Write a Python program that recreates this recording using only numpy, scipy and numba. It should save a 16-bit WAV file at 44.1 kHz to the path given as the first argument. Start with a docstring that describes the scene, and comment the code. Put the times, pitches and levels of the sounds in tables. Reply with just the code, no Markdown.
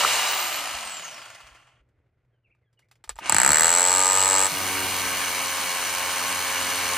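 """A rotary hammer beside a brick house wall clunks and coasts to a stop: roaring noise and whine sink.
In the pause, over air and a hum heard throughout, the bit lightly touches the wall and birds whistle.
The motor spins up, and the striker rings the tool's resonances at every stroke, with cracks and thuds.
Then the bit bites, and the ringing blows sink into the noise of gears and fan and the piston's tones."""
import sys
import numpy as np
from scipy import signal
from scipy.fft import rfft, irfft
from scipy.io import wavfile
from scipy.ndimage import uniform_filter1d
from numba import njit

SR = 44100
rng = np.random.default_rng(int(sys.argv[2]) if len(sys.argv) > 2 else 0)


def store_wav(level_fs):
    """Save 16-bit WAV to argv[1]."""
    pcm = np.round(np.clip(np.atleast_2d(level_fs), -1, 1) * 32767)
    wavfile.write(sys.argv[1], SR, pcm.T.astype(np.int16))


N = 307377   # samples
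TIME = np.arange(N) / SR   # seconds
BINS = np.maximum(np.arange(N // 2 + 1) * SR / N, 1)   # Hz

TRIGGER_S, BITE_S = 3.2, 4.48   # motor on; the bit bites
FIRST_BLOW_S = 3.2961


def from_db(db):
    """Turn a level in dB into a plain gain."""
    return 10 ** (np.asarray(db) / 20)


def rms_one(x):
    """Scale a signal to an rms of 1."""
    return x / np.sqrt(np.mean(x ** 2) + 1e-20)


def at_hz(points):
    """Read a table of (Hz, value) at every frequency, along a logarithmic pitch scale."""
    hz, values = np.transpose(points)
    return np.interp(np.log(BINS), np.log(hz), values)


def drift(rate_hz):
    """Smooth random wavering with an rms of 1; a higher rate wavers faster."""
    # made at a fortieth of the sample rate, then filled in
    r = np.exp(-80 * np.pi * rate_hz / SR)
    slow = signal.lfilter([1], [1, -2 * r, r * r], rng.standard_normal(N // 40 + 2002))[2000:]
    return np.interp(np.arange(N) / 40, np.arange(len(slow)), rms_one(slow))


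def ring(clicks, hz, t60):
    """Each click starts a dying sine, as in a struck bar; it falls 60 dB in t60 seconds."""
    r = from_db(-60 / (t60 * SR))
    turn = 2 * np.pi * hz / SR
    return signal.lfilter([0, np.sin(turn)], [1, -2 * r * np.cos(turn), r * r], clicks + 1e-18)


def swell_and_ring(clicks, hz, t60):
    """Bending waves spread out along the bit, so a mode builds up, the lower the slower."""
    build_up_s = .0024 * np.sqrt(7700 / hz)
    return ring(clicks, hz, t60) - ring(clicks, hz, build_up_s)


# How wide the noise sounds in stereo.
# Each row: frequency in Hz, level of the side signal (left against right) next to the middle in dB.
STEREO_WIDTH = [(60, -29.5), (110, -16.5), (200, -23), (380, -12.5), (700, -8.5), (1290, -17),
                (2380, -14.5), (4400, -8.5), (5600, -7), (8120, -9.5), (11000, -5.5), (15000, -1.5)]


def wide(gain, source):
    """Two unrelated noises become the middle and side of a stereo sound, coloured; rms 1."""
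    mid, side = rfft(source) * gain
    side = side * from_db(at_hz(STEREO_WIDTH))
    return rms_one(irfft(np.array([mid + side, mid - side]), N))


TOP_SPEED = 97   # strokes per s
COAST_AT_S, COAST_SPEED = .2, 90.5   # a moment of the coasting; strokes per s then
COAST_DRAG_S, COAST_FRICTION = 2.11, 78.5   # s; strokes per s
# How fast the piston runs under power.
# Each row: time in seconds, speed in strokes per second.
POWERED_SPEED = [(3.2, 0), (3.2964, 33.02), (3.34, 46.51), (3.4, 60.84), (3.5, 73.09), (3.62, 82.13),
                 (3.8, 89.35), (4.0, 93.35), (4.2, 95.29), (4.45, 95.95), (4.7, 94.65), (4.95, 92.82),
                 (5.2, 90.5), (5.7, 89.5), (6.3, 90.75), (6.97, 89.89)]


def speed():
    """Strokes per second: drag and friction slow the coasting motor to a stop; power follows its curve."""
    drag = np.exp((COAST_AT_S - TIME) / COAST_DRAG_S)
    coast = (COAST_SPEED + COAST_FRICTION) * drag - COAST_FRICTION
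    powered = np.interp(TIME, *np.transpose(POWERED_SPEED))
    return np.where(TIME < TRIGGER_S, np.clip(coast, 0, TOP_SPEED), powered)


def strokes():
    """Count the piston's strokes by adding up its speed; a whole number falls on each blow."""
    turns = np.cumsum(speed()) / SR
    return turns - turns[round(FIRST_BLOW_S * SR)]


def by_state(coasting, idling, biting):
    """One value for each state of the tool; idling blends quickly into biting."""
    bitten = np.clip((TIME - BITE_S) / .04 + .5, 0, 1)
    return np.where(TIME < TRIGGER_S, coasting, idling + bitten * (biting - idling))


CRAWL = 11.1   # strokes per s added in the level law, so that a slow motor still sounds
SURGE_RISE_S, SURGE_S = 0.067, 0.86   # rise and decay of the surge at the bite
WAKE_DB, WAKE_S = 27, 0.029   # held back at the trigger; how fast that fades
STOP_DB, STOP_DB_PER_S = -12, -250   # drop, then fade, when the motor stands


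def level_db(law, crawl=CRAWL):
    """Level that follows the speed and, after the bite, surges and creeps up; it dies at rest."""
    coast_db, coast_power, idle_db, idle_power, bite_db, surge_db, creep_db_per_s = law
    v = speed()
    since_bite = np.maximum(TIME - BITE_S, 0)
    ratio_db = 20 * np.log10((v + crawl) / TOP_SPEED)
    wake_db = WAKE_DB * np.exp(-np.maximum(TIME - TRIGGER_S, 0) / WAKE_S)
    surge = (1 - np.exp(-since_bite / SURGE_RISE_S)) * np.exp(-(since_bite / SURGE_S) ** 2)
    db = by_state(coast_db + coast_power * ratio_db, idle_db + idle_power * ratio_db - wake_db,
                  bite_db + surge_db * surge + creep_db_per_s * since_bite)
    stopped_db = db + STOP_DB + STOP_DB_PER_S * np.cumsum(v == 0) / SR
    return uniform_filter1d(np.where(v > 0, db, stopped_db), size=400)


@njit
def add_resonance(out, x, turn, r, gain):
    """Add a two-pole resonance with a moving centre to out: it echoes its own last two samples."""
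    for row in range(x.shape[0]):
        y1 = y2 = 0.
        for i in range(2, x.shape[1]):
            y = (1 - r * r) / 2 * (x[row, i] - x[row, i - 2]) + 2 * r * turn[i] * y1 - r * r * y2
            y1, y2 = y, y1
            out[row, i] += gain[i] * y


WANDER, FLICKER_DB = 0.006, 0.8   # each resonance strays in pitch (share) and strength
# when the motor coasts fast, coasts slowly, and the tool is held to the wall, in seconds
SHELL_STATES_S = (.3, 1.3, 3.2)
# Resonances of the tool's housing.
# Each row: centre in Hz coasting fast, coasting slowly and held to the wall, width in Hz,
# lift in dB held clear of the wall, lift in dB held to the wall.
HOUSING_RESONANCES = [(730, 630, 725, 200, 7, 2.5), (965, 1090, 1085, 135, 7, 6.5),
                      (1180, 1380, 1200, 65, 9, 4), (1452, 1800, 1535, 105, 1.5, 5.5),
                      (2080, 2020, 2255, 130, 3, 7), (2330, 2555, 3400, 92, 4.5, -1),
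                      (2850, 2900, 2850, 140, 8, 8.5), (2960, 3170, 3190, 205, 7, 3),
                      (3900, 4500, 3960, 150, 5.5, 2.3), (4420, 5100, 4285, 255, 2.5, 4.5),
                      (6200, 6300, 6155, 180, 2.5, 5), (7280, 6700, 6100, 210, 5, 5),
                      (8500, 8200, 8640, 340, 4.5, 6), (8830, 9400, 9230, 350, 4.5, 10)]


def housing(x):
    """The shell resonates: each resonance lifts its band, sliding, straying and flickering."""
    out = x.copy()
    for *hz, width_hz, clear_db, pressed_db in HOUSING_RESONANCES:
        centre = np.interp(TIME, SHELL_STATES_S, hz) * (1 + WANDER * drift(6.4))
        lift_db = np.where(TIME < TRIGGER_S, clear_db, pressed_db) + FLICKER_DB * drift(20.0)
        turn = np.cos(2 * np.pi * centre / SR)
        add_resonance(out, x, turn, np.exp(-np.pi * width_hz / SR), from_db(lift_db) - 1)
    return out


THROB_COASTING, THROB_IDLING, THROB_BITING = 0.063, 0.45, 0.18   # relative depth, 0-1
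SLOW_THROB = 0.45   # extra depth as the coasting motor slows
RATTLES_PER_S, RATTLE_DB = 600, 8.5   # loose gear teeth: how often; added strength
# How loud the parts of the roar are before the housing lifts them: rumble, gears, grit, fan.
# Each row: coasting level in dB at top speed, power of speed, idling level in dB at top speed,
# power of speed, biting level in dB, surge at the bite in dB, creep in dB per second.
ROAR_LEVELS = [(-51, 1.6, -55, -1.04, -53.5, 10.5, 2.5), (-28, 1.96, -32, -0.12, -34.5, 3, 1.38),
               (-26, 2.22, -29.5, 0.7, -33, 1.5, 0.88), (-31.5, 2.57, -35, 1.9, -35, 3.5, 0.65)]
# Extra speed in the level law for each of those parts, in strokes per second.
ROAR_CRAWLS = (7.4, 7.4, 4, 3.1)
# Tone colour of the roar before the housing.
# Each row: frequency in Hz, relative level in dB per Hz.
ROAR_SPECTRUM = [(25, -43), (45, -12.5), (90, -16.5), (300, -10), (480, -11), (600, -8.5), (1000, -7),
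                 (2500, -4), (3400, -8.5), (4700, -12), (5100, -12.5), (5800, -13), (7000, -12),
                 (9300, -14.5), (12000, -15), (16000, -22)]


def roar(phase):
    """Gear rattle, grit and fan: noise that swells at each stroke, through the housing resonances."""
    levels_db = [level_db(law, crawl) for law, crawl in zip(ROAR_LEVELS, ROAR_CRAWLS)]
    depth = by_state(THROB_COASTING, THROB_IDLING, THROB_BITING)
    depth = depth + SLOW_THROB * (TIME < TRIGGER_S) * (1 - speed() / TOP_SPEED)
    colour = from_db(at_hz(ROAR_SPECTRUM))
    # neighbouring low-pass curves leave one band for each part
    low_passes = [1 / (1 + (BINS / hz) ** 8) for hz in (470, 3350, 9600)]
    bands = np.diff([0 * BINS] + low_passes + [1 + 0 * BINS], axis=0)
    # a burst after the forward stroke, a weaker one on the return
    burst = np.exp(-(phase % 1) / 0.19) + 0.11 * np.exp(-((phase + .5) % 1) / .25)
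    swells = (1.2, 2.4, 3., 3.5)
    grains_db = (0.93, 0.66, 0.91, 0.93)   # fast flicker
    out = 0
    for band, db, swell, grain_db in zip(bands, levels_db, swells, grains_db):
        throb = 1 + swell * np.clip(depth, 0, 1) * burst
        rattle = 1 + from_db(RATTLE_DB) * (rng.random(N) < RATTLES_PER_S / SR)
        noise = rng.standard_normal((2, N)) * rattle * throb * from_db(grain_db * drift(290))
        # the throb must not change the average level
        noise = noise / uniform_filter1d(throb, size=4000)
        out = out + wide(colour * band, noise) * from_db(db + 0.3 * drift(28.0))
    return housing(out)


WHINE_ORDER, ROTOR_ORDER = 190, 4.87   # cycles per stroke
WHINE_POWERED_DB = -8.5   # change of the whine under power
# Commutator whine, by the pitch it has at the moment.
# Each row: pitch in Hz, level in dB when coasting.
WHINE_LEVELS = [(3500, -86), (5000, -49), (6400, -43), (7700, -32.5), (9300, -49), (10600, -47),
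                (13000, -31.5), (16000, -29.5), (18000, -35.5)]
# Gear teeth under load.
# Each row: cycles per stroke, level in dB at full load.
GEAR_MESH = [(34, -39), (68, -53)]
# The once-a-turn tone of the unbalanced rotor.
# One row: coasting level in dB at top speed, power of speed, idling level in dB at top speed,
# power of speed, biting level in dB, surge at the bite in dB, creep in dB per second.
ROTOR_UNBALANCE = (-47.5, 2.0, -56.5, 17, -57.5, 16, 5.5)


def rotor(phase):
    """Commutator whine, gear mesh and the once-a-turn tone: sines all tied to the speed."""
    pitch = WHINE_ORDER * speed()
    heard = (pitch > 0) & (pitch < .4 * SR)
    whine_db = np.interp(pitch, *np.transpose(WHINE_LEVELS)) + WHINE_POWERED_DB * (TIME > TRIGGER_S)
    whine_angle = 2 * np.pi * WHINE_ORDER * phase + 1.1 * drift(40) + .6 * drift(260)
    whine = heard * from_db(whine_db + 3.2 * drift(25)) * np.sin(whine_angle)
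    mesh = 0
    for order, db in GEAR_MESH:
        tooth_angle = 2 * np.pi * order * phase + 0.47 * drift(21)
        mesh = mesh + from_db(db + 1.0 * drift(8)) * np.sin(tooth_angle)
    load = np.clip((TIME - 4.5) / .5, 0, 1)
    turn_gain = from_db(level_db(ROTOR_UNBALANCE) + 0.73 * drift(14))
    return load * mesh + whine + turn_gain * np.sin(2 * np.pi * ROTOR_ORDER * phase)


# Moments when the low thud swells, in the middle or in opposite sense left and right.
# Each row: time in seconds, width in seconds, strength in the middle, strength in opposite sense
# (about 0 to 1).
LOW_SURGES = [(3.335, 0.03, 1.0, 0), (3.382, 0.037, 0, 0.88), (3.436, 0.01, 0.4, 0.77),
              (3.455, 0.0092, 0.1, .9), (3.494, 0.03, 1.05, 0.1), (3.551, 0.012, 0, 0.9),
              (3.575, 0.011, 0.1, 0.4), (3.603, 0.014, 0.3, 0.9), (3.652, 0.018, 0.1, 0.7),
              (3.752, 0.0064, 0.1, 0.6)]


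def low_surge(s, axis):
    """Strength of the surges at times s, middle (axis 0) or opposite (axis 1): a row of smooth humps."""
    return sum(share[axis] * np.exp(-((s - at) / width) ** 2) for at, width, *share in LOW_SURGES)


SETTLED_S = (4.88, 5.07)   # the bit settles in its hole: from, to
PISTON_START, PISTON_LAG, PISTON_SPREAD = .6, .11, 1.15   # delay of the sines, in their own cycles
LOW_TONES_DIP_DB = -27   # change of the low multiples while the left-right thumps sound
# How loud the piston's tones are: first multiples 1 to 4 of the stroke rate, then the higher ones.
# Each row: coasting level in dB at top speed, power of speed, idling level in dB at top speed,
# power of speed, biting level in dB, surge at the bite in dB, creep in dB per second.
PISTON_LEVELS = [(-48, 4.1, -34.5, 1.2, -48.5, 18.5, 5.5), (-51.5, 8, -44.5, 3.5, -47, 1.9, 1.6)]
# What each multiple 1, 2, 3 .. 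of the stroke rate adds to that level.
# Each row: dB coasting or idling, dB as the bit bites, dB once settled.
PISTON_MULTIPLES = [(-8, -9.5, -11), (-17, -17, -16.5), (-12.5, -8, -9.5), (-14, -11.5, -18),
                    (-2.5, -15, -15), (3.5, -3, 2), (-0.5, -1, -6.5), (-12.5, 0.5, -8.5), (-1.5, -8, -2.5),
                    (0.5, 1, -1.5), (-0.5, -4, 3), (-4, 1, 7.5), (-2.5, -9, -8.5), (0, -18, 3.5),
                    (-8, -15, -5), (-6, -14, -3.5), (-5.5, -15, 0), (-11, -15, -2), (8.5, -8, 4),
                    (2.5, -8, -3.5), (-8.5, -13, -1.5), (-3.5, -3, -1), (-7, 1, -7.5), (-9.5, -8, -2.5),
                    (-8, -4, 1.5), (-2, -13, 0.5)]


def piston(phase):
    """Pumping makes steady multiples of the stroke rate that waver; low ones come later after the blow."""
    low_db, high_db = (level_db(law) for law in PISTON_LEVELS)
    low_db = low_db + LOW_TONES_DIP_DB * np.minimum(low_surge(TIME, axis=1), 1)
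    settled = np.interp(TIME, SETTLED_S, [0, 1])
    out = 0
    for order, (idle_db, bite_db, settled_db) in enumerate(PISTON_MULTIPLES, 1):
        common_db = low_db if order <= 4 else high_db
        held_db = bite_db + settled * (settled_db - bite_db)
        own_db = by_state(idle_db, idle_db, held_db) + 2.2 * drift(5.1)
        late = PISTON_START + PISTON_LAG * order + PISTON_SPREAD * np.log(order)
        late = late + (order > 11) * rng.random()   # high multiples start anywhere
        out = out + from_db(common_db + own_db) * np.sin(2 * np.pi * (order * phase - late))
    return out


YARD_DB = -70   # before its flat gain in record()
HUM_HZ, HUM_DB = 119.9, -68.5
# Tone colour of the yard.
# Each row: frequency in Hz, relative level in dB.
YARD_SPECTRUM = [(15, -52.5), (25, -11.5), (123, -5), (145, -10.5), (206, -21), (439, -19), (620, -22),
                 (887, -30.5), (1250, -31), (1440, -27.5), (1700, -31.5), (2050, -29), (3080, -41),
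                 (5000, -50), (16000, -62.5)]


def yard():
    """Distant traffic and air as coloured noise, with a wavering mains hum as one sine."""
    noise = rng.standard_normal((2, N)) * from_db(2.2 * drift(8.6) + 1.5 * drift(40))
    air = wide(from_db(at_hz(YARD_SPECTRUM)), noise)
    hum = from_db(HUM_DB + 3. * drift(8)) * np.sin(2 * np.pi * HUM_HZ * TIME + 0.78 * drift(5))
    return from_db(YARD_DB) * air + hum


# Slack in the chuck as the load comes off.
# Each row: start in seconds, level in dB, pitch in Hz.
CHUCK_CLUNKS = [(.034, -9.5, 1204), (0.0481, -1.5, 1270)]


def clunks():
    """Loose parts knock together: sines that swell and die within milliseconds."""
    out = np.zeros(N)
    t = TIME[:800]
    shape = (t / 0.0016 * np.exp(1 - t / 0.0014)) ** 2
    for s, db, hz in CHUCK_CLUNKS:
        i = round(s * SR)
        out[i:i + len(t)] += from_db(db) * shape * np.sin(2 * np.pi * hz * t)
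    return out


# Handling of the tool.
# Each row: start in seconds, level in dB, pitch in Hz.
HANDLING_BUMPS = [(0.034, -43, 160), (0.039, -40, 406), (0.04, -38.5, 500), (0.529, -62, 76),
                  (0.739, -44, 61.9), (0.849, -54, 72), (1.435, -52, 59.2), (1.509, -53, 56.5),
                  (1.799, -57, 51.4), (2.243, -70, 114.3), (3.072, -49, 50), (3.108, -44, 48),
                  (3.15, -46, 50), (4.515, -37, 160)]


def bumps():
    """Handling gives short, mostly low thumps: sines with a soft start."""
    out = np.zeros(N)
    t = TIME[:6000]
    shape = t / 0.0079 * np.exp(1 - t / 0.01)
    for s, db, hz in HANDLING_BUMPS:
        i = round(s * SR)
        out[i:i + len(t)] += from_db(db) * shape * np.sin(2 * np.pi * hz * t)
    return out


CHUCK_LEAD_S = .0003   # chuck and body sound before the far end of the bit
# Ways the tool rings: the bit above 4000 Hz, the chuck down to 1400 Hz, the body below.
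# Each row: pitch in Hz, relative level in dB, time in seconds to fall by 60 dB.
TOOL_MODES = [(7824, 14.5, 0.006), (7715, -1, 0.036), (7815, -1, 0.03), (8075, -9, 0.05), (8520, -2, .011),
              (9100, -10, 0.01), (6650, 0, 0.005), (7200, 1, 0.009), (5010, -10.5, 0.0054),
              (4850, -20, .006), (4240, -15, .02), (3930, -27, 0.0037), (2900, -16, 0.0024),
              (2080, 1, 0.0045), (1824, 5, 0.0054), (1455, 1.5, .005), (1225, -6.5, 0.051), (912, 3, 0.02),
              (610, -2.5, 0.021), (556, -2, 0.018), (433, -8, 0.018)]


def strike(at, ring_db, clatter_db, body_db, spread_db):
    """Each hit excites every mode with a strength of its own; low neighbours swing in opposite sense."""
    out = np.zeros(N)
    chance = rng.standard_normal((len(at), len(TOOL_MODES)))
    for k, (hz, db, t60) in enumerate(TOOL_MODES):
        part_db = ring_db if hz > 4000 else clatter_db if hz > 1400 else body_db
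        sense = np.sign(hz - 7500) if hz > 4000 else (-1) ** k
        uneven_db = spread_db * chance[:, k] * (.5 if hz > 1400 else 1)
        clicks = np.zeros(N)
        lead = (hz < 4000) * round(CHUCK_LEAD_S * SR)
        clicks[at - lead] = sense * from_db(part_db + db + uneven_db)
        start = ring if 1400 < hz < 6000 else swell_and_ring
        out += start(clicks, hz, t60)
    return out


SCATTER_T60_S = 0.081
# Bit and tool touching the wall.
# Each row: time in seconds, level of the noise scatter in dB before its filter, level of the bit's ring
# in dB, level of clatter and body in dB.
WALL_TOUCHES = [(1.889, -72, -88.5, -73), (2.249, -78, -105, -70), (2.549, -73, -90, -66),
                (2.729, -63, -88, -74), (2.792, -52.5, -77, -63), (2.82, -70, -90, -70),
                (2.845, -74, -95, -79), (2.886, -65, -85, -78), (2.913, -45, -75, -69),
                (2.955, -58, -87, -64), (3.04, -38, -51, -41), (3.076, -55, -69, -48),
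                (3.093, -25.5, -26, -27), (3.157, -50, -50, -47), (3.164, -48, -62, -43),
                (3.18, -46, -57, -58), (3.188, -32.5, -56, -27.5)]


def knocks():
    """Light touches ring the modes of the tool and leave a dying scatter of noise."""
    s, scatter_db, ring_db, body_db = np.transpose(WALL_TOUCHES)
    at = np.round(s * SR).astype(int)
    envelope = np.zeros(N)
    for i, db in zip(at, scatter_db):
        envelope[i:] += from_db(db - 60 * TIME[:N - i] / SCATTER_T60_S)
    band = signal.butter(1, [550, 4500], "band", fs=SR, output="sos")
    scatter = signal.sosfilt(band, rng.standard_normal(N))
    return strike(at, ring_db, body_db, body_db, spread_db=3.0) + envelope * scatter


# Far birds.
# Each row: start in seconds, length in seconds, start pitch in Hz, end pitch in Hz, level in dB.
BIRD_CALLS = [(2.3, 0.11, 1700, 1470, -84), (2.637, .06, 3550, 3100, -88), (2.313, .08, 3350, 2800, -86),
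              (2.433, 0.05, 3050, 2080, -68), (2.496, 0.029, 1970, 2920, -66),
              (2.514, 0.023, 2880, 2080, -66), (2.535, .03, 2600, 2100, -82), (2.62, 0.03, 2270, 1800, -78),
              (2.645, .075, 1800, 1450, -81), (2.772, 0.024, 3000, 2760, -61),
              (2.814, 0.033, 1790, 2560, -71)]


def birds():
    """Birds whistle: gliding sines that flutter, smeared by far echoes."""
    out = np.zeros(N)
    for s, length, start_hz, end_hz, db in BIRD_CALLS:
        count, i = round(length * SR), round(s * SR)
        glide = np.cumsum(np.linspace(start_hz, end_hz, count)) / SR
        out[i:i + count] += from_db(db) * np.hanning(count) ** .5 * np.sin(2 * np.pi * glide)
    smear = rng.standard_normal(4000) * from_db(-28.0 - 60 * TIME[:4000] / 0.19)
    out = out * from_db(3. * drift(60))
    return out + signal.fftconvolve(out, smear)[:N]


BITE_FADE_S, SETTLE_SHAPE = 0.0065, 3   # change at the bite; early blows hold before they settle


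def blow_db(part, s, axis=0):
    """Level of one part of the blows at times s: it settles, rises in a surge and changes at the bite."""
    first_db, early_db, settled_db, settle_s, bite_db, surge_db = part
    early = np.exp(-(abs(s - FIRST_BLOW_S) / settle_s) ** SETTLE_SHAPE)
    db = settled_db + (early_db - settled_db) * early + surge_db * low_surge(s, axis=axis)
    bitten = 1 / (1 + np.exp(np.clip((BITE_S - s) / BITE_FADE_S, -50, 50)))
    return np.append(first_db, (db + bitten * (bite_db - db))[1:])


# the thud drops in pitch: from, to; how fast; when its swell is loudest
THUD_FROM_HZ, THUD_TO_HZ, THUD_FALL_S, THUD_PEAK_S = 811, 59, 0.0045, 0.0057
# blows differ mode by mode, the body most: settled dB, extra dB at first, settling s
UNEVEN_DB, UNEVEN_EXTRA_DB, UNEVEN_S = 1.3, 2.6, .3
# the chuck bounces after each blow: earliest and latest; loss; level sideways
REBOUND_S, REBOUND_DB, REBOUND_SIDE_DB = (0.002, 0.007), -15, 1
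# Parts of a blow: bit ring, chuck clatter, body, thud, crack.
# Each row: first blow in dB, early level in dB, settled level in dB, settling time in seconds,
# biting level in dB, gain in a surge in dB.
BLOW_PARTS = [(-13.5, -12.5, -16, 0.54, -52, 0), (-32, -6, -18, 0.53, -58.5, 0),
              (-15.5, -18.5, -16.5, 0.28, -32.5, 6.5), (-38, -47, -66, 0.56, -82, 22.5),
              (-13, -15.5, -34, 0.51, -24.5, 3)]
# Low falling thump, opposite in left and right, with a ring near 750 Hz.
# One row: first blow in dB, early level in dB, settled level in dB, settling time in seconds,
# biting level in dB, gain in a surge in dB.
OPPOSITE_THUMP = (-48, -49.5, -56, 0.7, -83, 31)


def hammer(phase):
    """The striker rings the tool at each stroke; a bright crack and low thumps sound with it."""
    at = np.flatnonzero((np.diff(np.floor(phase)) > 0) & (phase[1:] >= 0))
    ring_db, clatter_db, body_db, thud_db, crack_db = (blow_db(part, TIME[at]) for part in BLOW_PARTS)
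    opposite_db = blow_db(OPPOSITE_THUMP, TIME[at], axis=1)
    chance = rng.standard_normal((len(at), 3))

    # crack: a short burst of bright noise
    cracks = np.zeros(N)
    cracks[at] = from_db(crack_db + 3.4 * chance[:, 0])
    fade = signal.lfilter([1], [1, -np.exp(-1 / (0.0016 * SR))], np.roll(cracks, 12))
    band = signal.butter(2, [3800, 13500], "band", fs=SR, output="sos")
    crack = signal.sosfilt(band, fade * rng.standard_normal(N))

    # thumps: a sine falling in pitch; the opposite one rings as well
    thumps = np.zeros((2, N))
    thumps[:, at] = from_db([thud_db, opposite_db] + 1.3 * chance[:, 1:].T)
    t = TIME[:3000]
    hz = THUD_TO_HZ + (THUD_FROM_HZ - THUD_TO_HZ) * np.exp(-t / THUD_FALL_S)
    swell = t / THUD_PEAK_S * np.exp(1 - t / THUD_PEAK_S)
    drop = swell * np.sin(2 * np.pi * np.cumsum(hz) / SR)
    middle, opposite = signal.oaconvolve(thumps, drop[None])[:, :N]
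    opposite = opposite + from_db(19.5) * swell_and_ring(thumps[1], 750, 0.018)
    thud = np.array([middle + opposite, middle - opposite])

    at_first = np.exp(-((TIME[at] - FIRST_BLOW_S) / UNEVEN_S) ** 2)
    steady = strike(at, ring_db, clatter_db, body_db, spread_db=UNEVEN_DB + UNEVEN_EXTRA_DB * at_first)
    wait_s = np.interp(rng.random(len(at)), [0, 1], REBOUND_S)
    late = np.minimum(at + (wait_s * SR).astype(int), N - 1)
    bounce = strike(late, ring_db - 18, clatter_db, body_db - 3.0, spread_db=5.5)
    rebound = from_db(REBOUND_DB) * bounce
    sideways = from_db(REBOUND_SIDE_DB) * np.array([rebound, -rebound])
    return near_wall(steady + crack + rebound) + sideways + thud


# Echoes from wall and ground, one list for the left channel and one for the right.
# Each row: delay in seconds, level in dB.
WALL_ECHOES = [
    [(.0009, -25), (.0029, -21), (.0047, -24)],
    [(.0016, -24), (.0024, -20), (.0055, -22)],
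]


def near_wall(x):
    """Wall and ground send the sound back: the direct sound plus delayed, softer copies."""
    out = np.array([x, x])
    for channel, taps in enumerate(WALL_ECHOES):
        for s, db in taps:
            lag = round(s * SR)
            out[channel, lag:] += from_db(db) * x[:-lag]
    return out


# How far the left of the two microphone ports is ahead.
# Each row: frequency in Hz, lead of the left in radians.
LEFT_LEAD = [(100, 0), (600, .35), (1400, .15), (2300, .05), (2800, .6), (4000, .35), (5000, -.3),
             (5700, -1), (7300, -1.2), (10500, -1.1), (15000, -1.75), (22000, -2)]


def ports(x):
    """The two microphone ports hear the tool with a phase lead that depends on pitch."""
    turn = np.exp(.5j * at_hz(LEFT_LEAD))
    return irfft(rfft(x) * np.array([turn, 1 / turn]), N)


def scene():
    """Tool by the wall, in the yard."""
    phase = strokes()
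    echoing = near_wall(rotor(phase) + clunks() + knocks() + birds())
    tool = echoing + roar(phase) + piston(phase) + hammer(phase)
    return ports(tool) + yard() + bumps()


def record(dry):
    """Peaks are rounded, deep bass is lost, the top is cut."""
    rounded = 1.143 * np.tanh(dry / 1.477)
    x = signal.sosfilt(signal.butter(2, 32, "high", fs=SR, output="sos"), rounded)
    # at least 70 dB down from 16300 Hz upward
    return signal.sosfilt(signal.cheby2(16, 70, 16300, fs=SR, output="sos"), x)


dry = scene()
out = record(dry)
store_wav(out)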